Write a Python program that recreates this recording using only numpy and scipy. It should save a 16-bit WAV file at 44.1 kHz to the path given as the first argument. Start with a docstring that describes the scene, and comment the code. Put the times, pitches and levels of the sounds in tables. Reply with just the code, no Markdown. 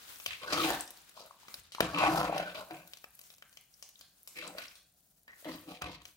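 """A steel ladle is dragged along the wall of a thick aluminium pot and folds sticky sweet rice over.
First come quick pushes and cracking pops in the tearing wet rice, then just before 2 s the hardest smack.
A long run of scrapes and popping pockets follows, then mostly small pops, then short pushes to the end.
Stick-slip clicks make the damped pot ring; pops are short rings with noise bursts, bubbles soft rising tones.
Random grains make the wet crackle; thuds and room air are noise, and a small hard kitchen answers."""
import sys
import numpy as np
from scipy import signal
from scipy.fft import rfft, irfft
from scipy.io import wavfile

SR = 44100
rng = np.random.default_rng(int(sys.argv[2]) if len(sys.argv) > 2 else 0)


def store_pcm(level_fs):
    """Save levels as 16-bit WAV."""
    pcm = np.round(np.clip(level_fs, -1, 1) * 32767).astype(np.int16)
    wavfile.write(sys.argv[1], SR, np.atleast_2d(pcm).T)


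N = 272046

# Colour of the quiet kitchen air. Each row: frequency in Hz, relative level per Hz in dB.
AIR_COLOUR = [(24, -11), (40, 14), (106, 1), (155, 6), (422, -9), (770, -3.5), (831, -10), (1210, -25.5),
              (2840, -29), (12500, -24), (16000, -24.5)]
# The jolted pot thuds on its stand. Each row: start in seconds, level in dB, fade time in seconds.
THUDS = [(.265, -61.5, 0.088), (1.56, -64, 0.084), (1.809, -46, 0.099), (5.46, -61, 0.12),
         (5.82, -49, 0.085)]
# Wet rice tearing apart. Each row: time in seconds, crackle level in dB, tilt toward the treble in dB.
TEARING_RICE = [(0, -57.5, -5.5), (.25, -45, 5), (.45, -63, -6.5), (.65, -36.5, -4.5), (.9, -58, -4),
                (1.25, -64, -2), (1.45, -64, -5.5), (1.55, -47.5, 4), (1.7, -74.5, -15.5),
                (2.1, -56.5, -11), (2.5, -57.5, 2), (3.2, -59, 6), (3.75, -62, 6.5), (4.15, -64, 5.5),
                (4.3, -56.5, 6), (4.65, -58, -2.5), (4.85, -65, 9), (5.3, -67.5, 6.5), (5.55, -50, 0.5),
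                (5.98, -83, 13), (6.07, -57, -1), (6.17, -67.5, 7)]
# Colour of the wet crackle. Each row: frequency in Hz, relative level per Hz in dB.
CRACKLE_COLOUR = [(880, -7.5), (1500, -1), (1790, -5), (3180, -4), (3920, -3.5), (5440, -6.5),
                  (14100, -7.5), (16000, -1)]
# Closed air pockets bursting softly. Each row: start in seconds, peak level in dB, starting pitch in Hz.
SOFT_BUBBLES = [(0.609, -33, 3630), (0.732, -31.5, 3680), (.808, -24, 8300), (1.175, -44.5, 1000),
                (1.205, -45, 600), (1.309, -45, 1046), (1.431, -54.5, 910), (1.451, -58, 1020),
                (1.783, -35, 980), (1.799, -35, 990), (1.946, -26.5, 2600), (2.036, -17.5, 720),
                (2.147, -25.5, 704), (2.295, -27.5, 610), (2.326, -28, 720), (2.364, -26, 713),
                (2.398, -28.5, 630), (3.107, -50.5, 12000), (3.152, -42.5, 11520), (3.74, -48.5, 5480),
                (3.957, -48, 3600), (3.992, -47, 6500), (4.354, -55, 5200), (4.446, -43.5, 1300),
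                (4.477, -31, 8000), (4.639, -44, 5500), (4.682, -41, 5200), (5.426, -57.5, 580),
                (5.454, -37.5, 580), (5.584, -48, 3050)]
# Cracking smacks and knocks. Each row: start in seconds, peak level in dB before the jolt is added,
# pitch of the air pocket in Hz, level sent to the room in dB relative to that peak.
SMACKS = [(0.2, -35.5, 2700, -10), (0.262, -19, 2960, -9.5), (0.704, -21.5, 800, 0), (.877, -38, 5500, 1),
          (0.906, -36.5, 11800, -5), (1.094, -45.5, 8500, -15), (1.261, -45, 11100, 5),
          (1.483, -40.5, 1150, -2), (1.542, -29.5, 4800, -12), (1.721, -38, 4170, 7.5),
          (1.749, -31, 1400, -5.5), (1.8043, -23, 1463, -3), (1.806, -8.5, 645, -10), (1.985, -28, 990, 4),
          (2.244, -34.5, 766, -8), (2.38, -26.5, 3000, -9), (2.548, -36, 550, -27), (2.709, -33, 714, -2),
          (2.875, -43.5, 12000, -22), (2.935, -34, 3660, -5.5), (2.972, -42.5, 4280, -9),
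          (3.042, -35, 1273, -8.5), (3.192, -39, 13700, -12), (3.214, -45, 8700, -5),
          (3.239, -49, 5680, 6.5), (3.303, -43, 2610, -3), (3.339, -49.5, 6030, -15),
          (3.383, -49, 7800, -8.5), (3.424, -39.5, 1490, -3.5), (3.528, -49.5, 4480, -6.5),
          (3.572, -41, 2910, -3), (3.826, -35, 5350, 2), (3.89, -45, 14300, -18.5),
          (4.011, -40.5, 3460, 1.5), (4.275, -36.5, 12000, 4.5), (4.584, -28, 2100, -8),
          (4.755, -45.5, 4230, 7.5), (5.28, -48, 1850, -1.5), (5.446, -41.5, 1900, 8),
          (5.82, -27, 1174, -19), (6.019, -45.5, 3580, -3), (6.054, -36, 2930, -8)]
# Ways the pot can ring, in four groups. Each row: frequency in Hz, width in Hz, relative level in dB.
DEEP_RINGS = [(63.17, 6, -18), (150.2, 9.3, -2.5), (173.4, 12, -1.5)]
LOW_RINGS = [(293, 26, 1.5), (327, 20, 2.5), (500, 20, -2)]
MID_RINGS = [(580, 40, -12), (642, 25, -16), (720, 11, -17.5), (983, 350, -9.5), (1120, 52, -8.5),
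             (1300, 85, -16.5), (1500, 90, -11)]
HIGH_RINGS = [(2380, 930, 13.5), (2810, 500, 1), (3760, 230, -1.5), (4250, 1700, 8.5), (4800, 30000, -24),
              (10900, 18000, 2.5)]
# Pushes of the ladle along the pot. Each row: moment of full strength in seconds, rise in seconds,
# hold in seconds, scrape level in dB, then the deep, low and gritty high rings in dB relative to the scrape,
# main ring in Hz, upper ring in Hz.
PUSHES = [(0.286, 0.033, 0.036, -65, -7, -29, 16, 1300, 3500),
          (0.436, 0.023, .06, -47, -21, -28, -2, 500, 1388),
          (0.532, 0.042, 0.03, -34.5, -18.5, -3.5, -2.5, 1150, 2150),
          (.58, 0.029, .04, -34.5, -11.5, 0, -5, 1200, 3800),
          (0.657, 0.04, 0.055, -35.5, -26, -0.5, -6, 712, 1712),
          (1.179, 0.028, .05, -57.5, -38, -35, -1, 648.4, 1200),
          (1.83, 0.018, 0.0084, -35, -11, -4, -8.5, 679, 1403),
          (1.955, 0.016, .01, -39, -5.5, -2, -5, 950, 2600),
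          (1.995, 0.036, 0.017, -36.5, -13, -5.5, 2.5, 885, 2785),
          (2.041, 0.057, 0.0064, -28, -18, -21, -18.5, 747, 2436),
          (2.107, 0.052, 0.096, -34, -3.5, -2.5, -1.5, 685, 1343),
          (2.3, 0.14, 0.048, -40.5, -0.5, 2.5, -31, 720, 2527),
          (2.379, 0.058, 0.0092, -40, -21, -27, -3.5, 615, 2000),
          (2.47, 0.048, .015, -49.5, -7, -13, -18, 616, 1000),
          (2.553, .012, 0.065, -47, -25, -27, -0.5, 629, 900),
          (2.724, 0.03, 0.03, -49.5, -7.5, -2.5, -10.5, 713, 2525),
          (4.383, 0.032, .02, -46, -19, -12, 0.5, 2291, 2270),
          (4.435, 0.05, 0.015, -50, -7, -8, -14, 610, 5000),
          (4.501, .03, .04, -57, -11, 3.5, -21, 475, 1493),
          (4.59, 0.027, 0.015, -46, -28, -27, 5, 1500, 2300),
          (5.282, 0.0069, 0.031, -55.5, -37, -37, -21, 1900, 1893),
          (5.462, 0.012, .012, -49.5, -14, 0.5, -12, 597, 2000),
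          (5.491, 0.013, .015, -48.5, -8.5, 4, 1, 1150, 2000),
          (5.549, 0.038, .03, -70, 1, 16, -16, 559, 1948), (5.704, 0.036, 0.01, -52, -6, 4, 4, 718, 1382),
          (5.819, 0.0078, 0.016, -42, -7.5, -17, -3.5, 1120, 2500),
          (5.875, .03, .02, -48.5, -3.5, 1, -5, 922, 1961)]

RISE_DB = 17.5   # a push climbs this much during its rise
FALL_DB_PER_S = [[181.5], [189], [205], [166]]   # fade of middle, deep, low and high rings after the hold
CRACK_DB = -5   # crack of a pop relative to its splash
BUBBLE_ROOM_DB, SCRAPE_ROOM_DB = -6, -13.5   # sent to the room, relative to the direct source
ROOM_T60_S, TREBLE_T60_S = 0.47, 0.051   # time to fall 60 dB; the treble has both fades at once
ROOM_DULL_HZ, ALIKE_BELOW_HZ = 7100, 5100   # where the room treble starts; ports are alike in the bass
AIR_DB = -74
LEAN_DB = 1.5   # scrapes are this much louder on the left: that port is the more sensitive
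RIGHT_LAG = 8   # samples by which the right port hears the pot later
CUTOFF_HZ = 16500


def from_db(db):
    """Turn a level in dB into a gain."""
    return 10 ** (np.asarray(db) / 20)


def rms_one(x):
    """Scale a sound so that its average strength (rms) is 1."""
    return x / np.sqrt(np.mean(x ** 2) + 1e-20)


def in_time(rows):
    """Draw straight lines through the columns of a table, one value a sample."""
    seconds, *columns = np.transpose(rows)
    return [np.interp(np.arange(N) / SR, seconds, column) for column in columns]


def drift(rate_hz):
    """Wander slowly at random around zero, with spread 1."""
    r = np.exp(-80 * np.pi * rate_hz / SR)   # one step every 40 samples
    noise = rng.standard_normal(N // 40 + 2002)
    slow = signal.lfilter([1], [1, -2 * r, r * r], noise)[2000:]   # skip the settling
    return np.interp(np.arange(N) / 40, np.arange(len(slow)), rms_one(slow))


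def shaped(x, colour):
    """Colour a sound by making each frequency louder or softer; rms 1."""
    hz, db = np.transpose(colour)
    bins_hz = np.arange(N // 2 + 1) * SR / N + 1
    gain = from_db(np.interp(np.log(bins_hz), np.log(hz), db))
    return rms_one(irfft(rfft(x) * gain, N))


def resonate(x, hz, width_hz):
    """Let one resonance ring; a narrow one rings longer, and its peak gain is about 1."""
    r = np.exp(-np.pi * width_hz / SR)
    feedback = [1, -2 * r * np.cos(2 * np.pi * hz / SR), r * r]
    return signal.lfilter([(1 - r * r) / 2, 0, (r * r - 1) / 2], feedback, x)


def grains(per_s, spread_db, shape):
    """Scatter single-sample clicks of uneven size and random sign."""
    size_db = spread_db * np.minimum(rng.exponential(1, shape), 3.5)
    sizes = from_db(size_db) * rng.choice([-1, 1], shape)
    return sizes * (rng.random(shape) < per_s / SR) + 1e-18


def two_ports(pair):
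    """Make two unrelated signals alike in the bass, as close microphone ports hear a room."""
    mid, side = pair
    side = signal.lfilter(*signal.butter(1, ALIKE_BELOW_HZ, "high", fs=SR), side)
    return np.array([mid + side, mid - side]) / np.sqrt(2)


def kitchen_air():
    """Steady coloured noise is the quiet air of the kitchen."""
    return from_db(AIR_DB) * two_ports(shaped(rng.standard_normal((2, N)), AIR_COLOUR))


def kitchen(x):
    """Hard walls return dense echoes that die away, the treble first."""
    t = np.arange(SR // 2) / SR
    fade = from_db(-60 * t / ROOM_T60_S) * np.clip(t / .008, 0, 1)   # swells in over 8 ms
    echoes = rng.standard_normal((2, len(t))) * fade
    dull = signal.lfilter(*signal.butter(1, ROOM_DULL_HZ, fs=SR), echoes)
    treble = (echoes - dull) * from_db(-60 * t / TREBLE_T60_S)
    echoes = two_ports(dull + treble)
    echoes = echoes / np.sqrt(np.sum(echoes ** 2) / 2)
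    return signal.fftconvolve(x[None], echoes, axes=1)[:, :N]


def pot_walls(pair):
    """The open pot throws a few quick treble echoes, other ones to each port."""
    out = pair.copy()
    bright = signal.lfilter(*signal.butter(2, 1700, "high", fs=SR), pair)
    for port, lags in enumerate(rng.integers(12, 220, (2, 14))):   # lags in samples
        for k, lag in enumerate(lags):
            out[port, lag:] += (-1) ** k * from_db(-16.0) * bright[port, :-lag]
    return out


def thumps():
    """The pot thuds on its stand: dull bass noise that swells quickly and dies."""
    t = np.arange(N) / SR
    bass = signal.butter(2, [50, 120], "band", fs=SR, output="sos")
    rumble = rms_one(signal.sosfilt(bass, rng.standard_normal(N)))
    strength = np.zeros(N)
    for s, db, fade_s in THUDS:
        swell = np.clip((t - s) / 0.019, 0, 1)
        strength += from_db(db) * swell * np.exp(-np.clip(t - s, 0, None) / fade_s)
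    return rumble * strength


def squelch():
    """Parting wet grains make a fine, wide hiss, with lone ringing ticks of tiny bubbles on top."""
    level_db, tilt_db = in_time(TEARING_RICE)
    hiss = shaped(grains(9000.0, 2.5, (2, N)), CRACKLE_COLOUR) * from_db(2.5 * drift(12))
    born = grains(110.0, 3.5, N)
    dealt = rng.integers(0, 8, N)   # each tick gets one of eight pitches
    ticks = np.zeros(N)
    for k, hz in enumerate(np.geomspace(3000, 14000, 8)):
        ticks += resonate(born * (dealt == k), hz, 0.094 * hz)
    both = hiss + from_db(-11.0) * rms_one(ticks)
    bright = signal.sosfilt(signal.butter(2, 4800, "high", fs=SR, output="sos"), both)
    return from_db(level_db) * (bright + from_db(-tilt_db) * (both - bright))


def bubbles():
    """Each air pocket swells into a short tone of slightly rising pitch, with no crack."""
    out, t = np.zeros(N + 1024), np.arange(1024) / SR
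    for s, db, hz in SOFT_BUBBLES:
        tone = np.sin(2 * np.pi * hz * t * (1 + 8.0 * t))
        ring = tone * np.exp(-t * (150.0 + 0.53 * hz)) * (1 - np.exp(-t * 0.5 * hz))
        at = round(s * SR)
        out[at:at + 1024] += from_db(db) * ring / np.abs(ring).max()
    return out[:N]


def pops():
    """Each pop rings its air pocket, bursts with a crack and jolts the pot; near and as sent to the room."""
    size = 1024
    out, jolts = np.zeros((2, N + size)), np.zeros(N)
    t = np.arange(size) / SR
    bursts = rng.standard_normal((len(SMACKS), size))
    for (s, db, hz, room_db), burst in zip(SMACKS, bursts):
        overtone = .6 * np.sin(2 * np.pi * min(2.1 * hz, 15000) * t)
        ring = (np.sin(2 * np.pi * hz * t) + overtone) * np.exp(-t * (130.0 + .3 * hz))
        splash = resonate(burst * np.exp(-t / .0016), hz, 1.1 * hz)
        # differences between neighbouring samples make the noise sharp
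        crack = np.diff(burst, prepend=0) * np.exp(-t / .0012) * np.clip(t / .0004, 0, 1)
        pop = 0.78 * ring / ring.max() + splash / np.abs(splash).max()
        pop += from_db(CRACK_DB) * crack / np.abs(crack).max()
        at = round(s * SR)
        out[:, at:at + size] += from_db([[db], [db + room_db]]) * pop / np.abs(pop).max()
        jolts[at] = from_db(db)
    jolt = np.zeros(N)
    for hz, width, db in MID_RINGS + HIGH_RINGS:
        jolt += from_db(db) * resonate(jolts, hz, width) * 1000 / width   # lift the narrow rings
    return out[:, :N] + from_db([[-4.0], [-15.0]]) * jolt


def pot_modes(rub, modes, wander_db):
    """The contact point travels, so each mode swells and fades on its own; rms 1."""
    total = 0
    for k, (hz, width, db) in enumerate(modes):
        gain = (-1) ** k * from_db(db + wander_db * drift(4.07))
        total = total + gain * rms_one(resonate(rub, hz, width))
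    return rms_one(total)


def moving_ring(rub, centre_hz, sharpness):
    """The wall left free by the rice rings at a pitch that follows the ladle; rms 1."""
    out, state = np.zeros(N), np.zeros(2)
    for i in range(0, N, 256):   # the pitch is renewed every 256 samples
        w = 2 * np.pi * centre_hz[i] / SR
        r = np.exp(-w / (2 * sharpness[i]))
        feedback = [1, -2 * r * np.cos(w), r * r]
        piece = rub[i:i + 256] * np.sin(w)
        out[i:i + 256], state = signal.lfilter([(1 - r) ** .5], feedback, piece, zi=state)
    return rms_one(out)


def pushes():
    """Each push rises, holds and fades; levels add as power and the ring pitches follow the loudest."""
    t = np.arange(0, N + 64, 64) / SR
    power, rings = 1e-14, 0
    for s, rise, hold, db, deep_db, low_db, high_db, *hz in PUSHES:
        rise_db = -RISE_DB * np.clip((s - t) / rise, 0, None) ** 2
        shape_db = rise_db - np.array(FALL_DB_PER_S) * np.clip(t - s - hold, 0, None)
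        group_db = np.array([[0], [deep_db], [low_db], [high_db]])
        power = power + from_db(db + shape_db + group_db) ** 2
        rings = rings + np.outer(hz, from_db(db + shape_db[0]) ** 2)
    ring_hz = np.maximum(rings / power[0], 200)
    return [np.interp(np.arange(N) / SR, t, c) for c in (*np.sqrt(power), *ring_hz)]


def scrape():
    """Dense stick-slip clicks, coming in lumps, drive the pot; each port hears partly other grit."""
    level, deep_level, low_level, high_level, ring_hz, upper_hz = pushes()
    lumps = from_db(1.0 * drift(25) + 4.5 * np.tanh(.8 * drift(110)))
    rub, *others = grains(1300.0, 3.5, (3, N)) * lumps

    # a light touch near the rim squeaks and leaves the body still
    firm = np.clip((1750 - ring_hz) / 350, .03, 1)
    squeak = moving_ring(rub, ring_hz, sharpness=12.0 + 9.9 * (1 - firm))
    mid = firm * pot_modes(rub, MID_RINGS, wander_db=5.5) + from_db(-1.0) * squeak
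    deep = deep_level * pot_modes(rub, DEEP_RINGS, wander_db=3.5)
    low = low_level * pot_modes(rub, LOW_RINGS, wander_db=4.5)

    grit = rub + from_db(6.5) * np.array(others)   # one row for each port
    sharpness = np.full(N, 6.0)
    upper = from_db(-8.0) * np.array([moving_ring(g, upper_hz, sharpness) for g in grit])
    high = high_level * pot_modes(grit, HIGH_RINGS, wander_db=6.0)
    return level * (rms_one(mid) + upper) + deep + low + high


def scene():
    """The pot stands off to one side of the two ports; the kitchen surrounds it."""
    scrapes, (smacks, sent), pockets = scrape(), pops(), bubbles()
    pot = scrapes * from_db([[LEAN_DB / 2], [-LEAN_DB / 2]])
    pot = pot + (smacks + pockets) * from_db([[4.5], [1.5]])   # left, right
    pot[1] = np.concatenate([np.zeros(RIGHT_LAG), pot[1, :-RIGHT_LAG]])
    pot = pot_walls(pot)
    room = kitchen(from_db(SCRAPE_ROOM_DB) * scrapes[0] + sent + from_db(BUBBLE_ROOM_DB) * pockets)
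    background = (squelch() + kitchen_air() + thumps()) * from_db([[1.2], [-1.2]])
    return pot + room + background


def record(dry):
    """The deepest bass and the top are cut."""
    dry = signal.sosfilt(signal.butter(6, 47, "high", fs=SR, output="sos"), dry)
    return signal.sosfilt(signal.cheby2(14, 60, CUTOFF_HZ, fs=SR, output="sos"), dry)


dry = scene()
out = record(dry)
store_pcm(out)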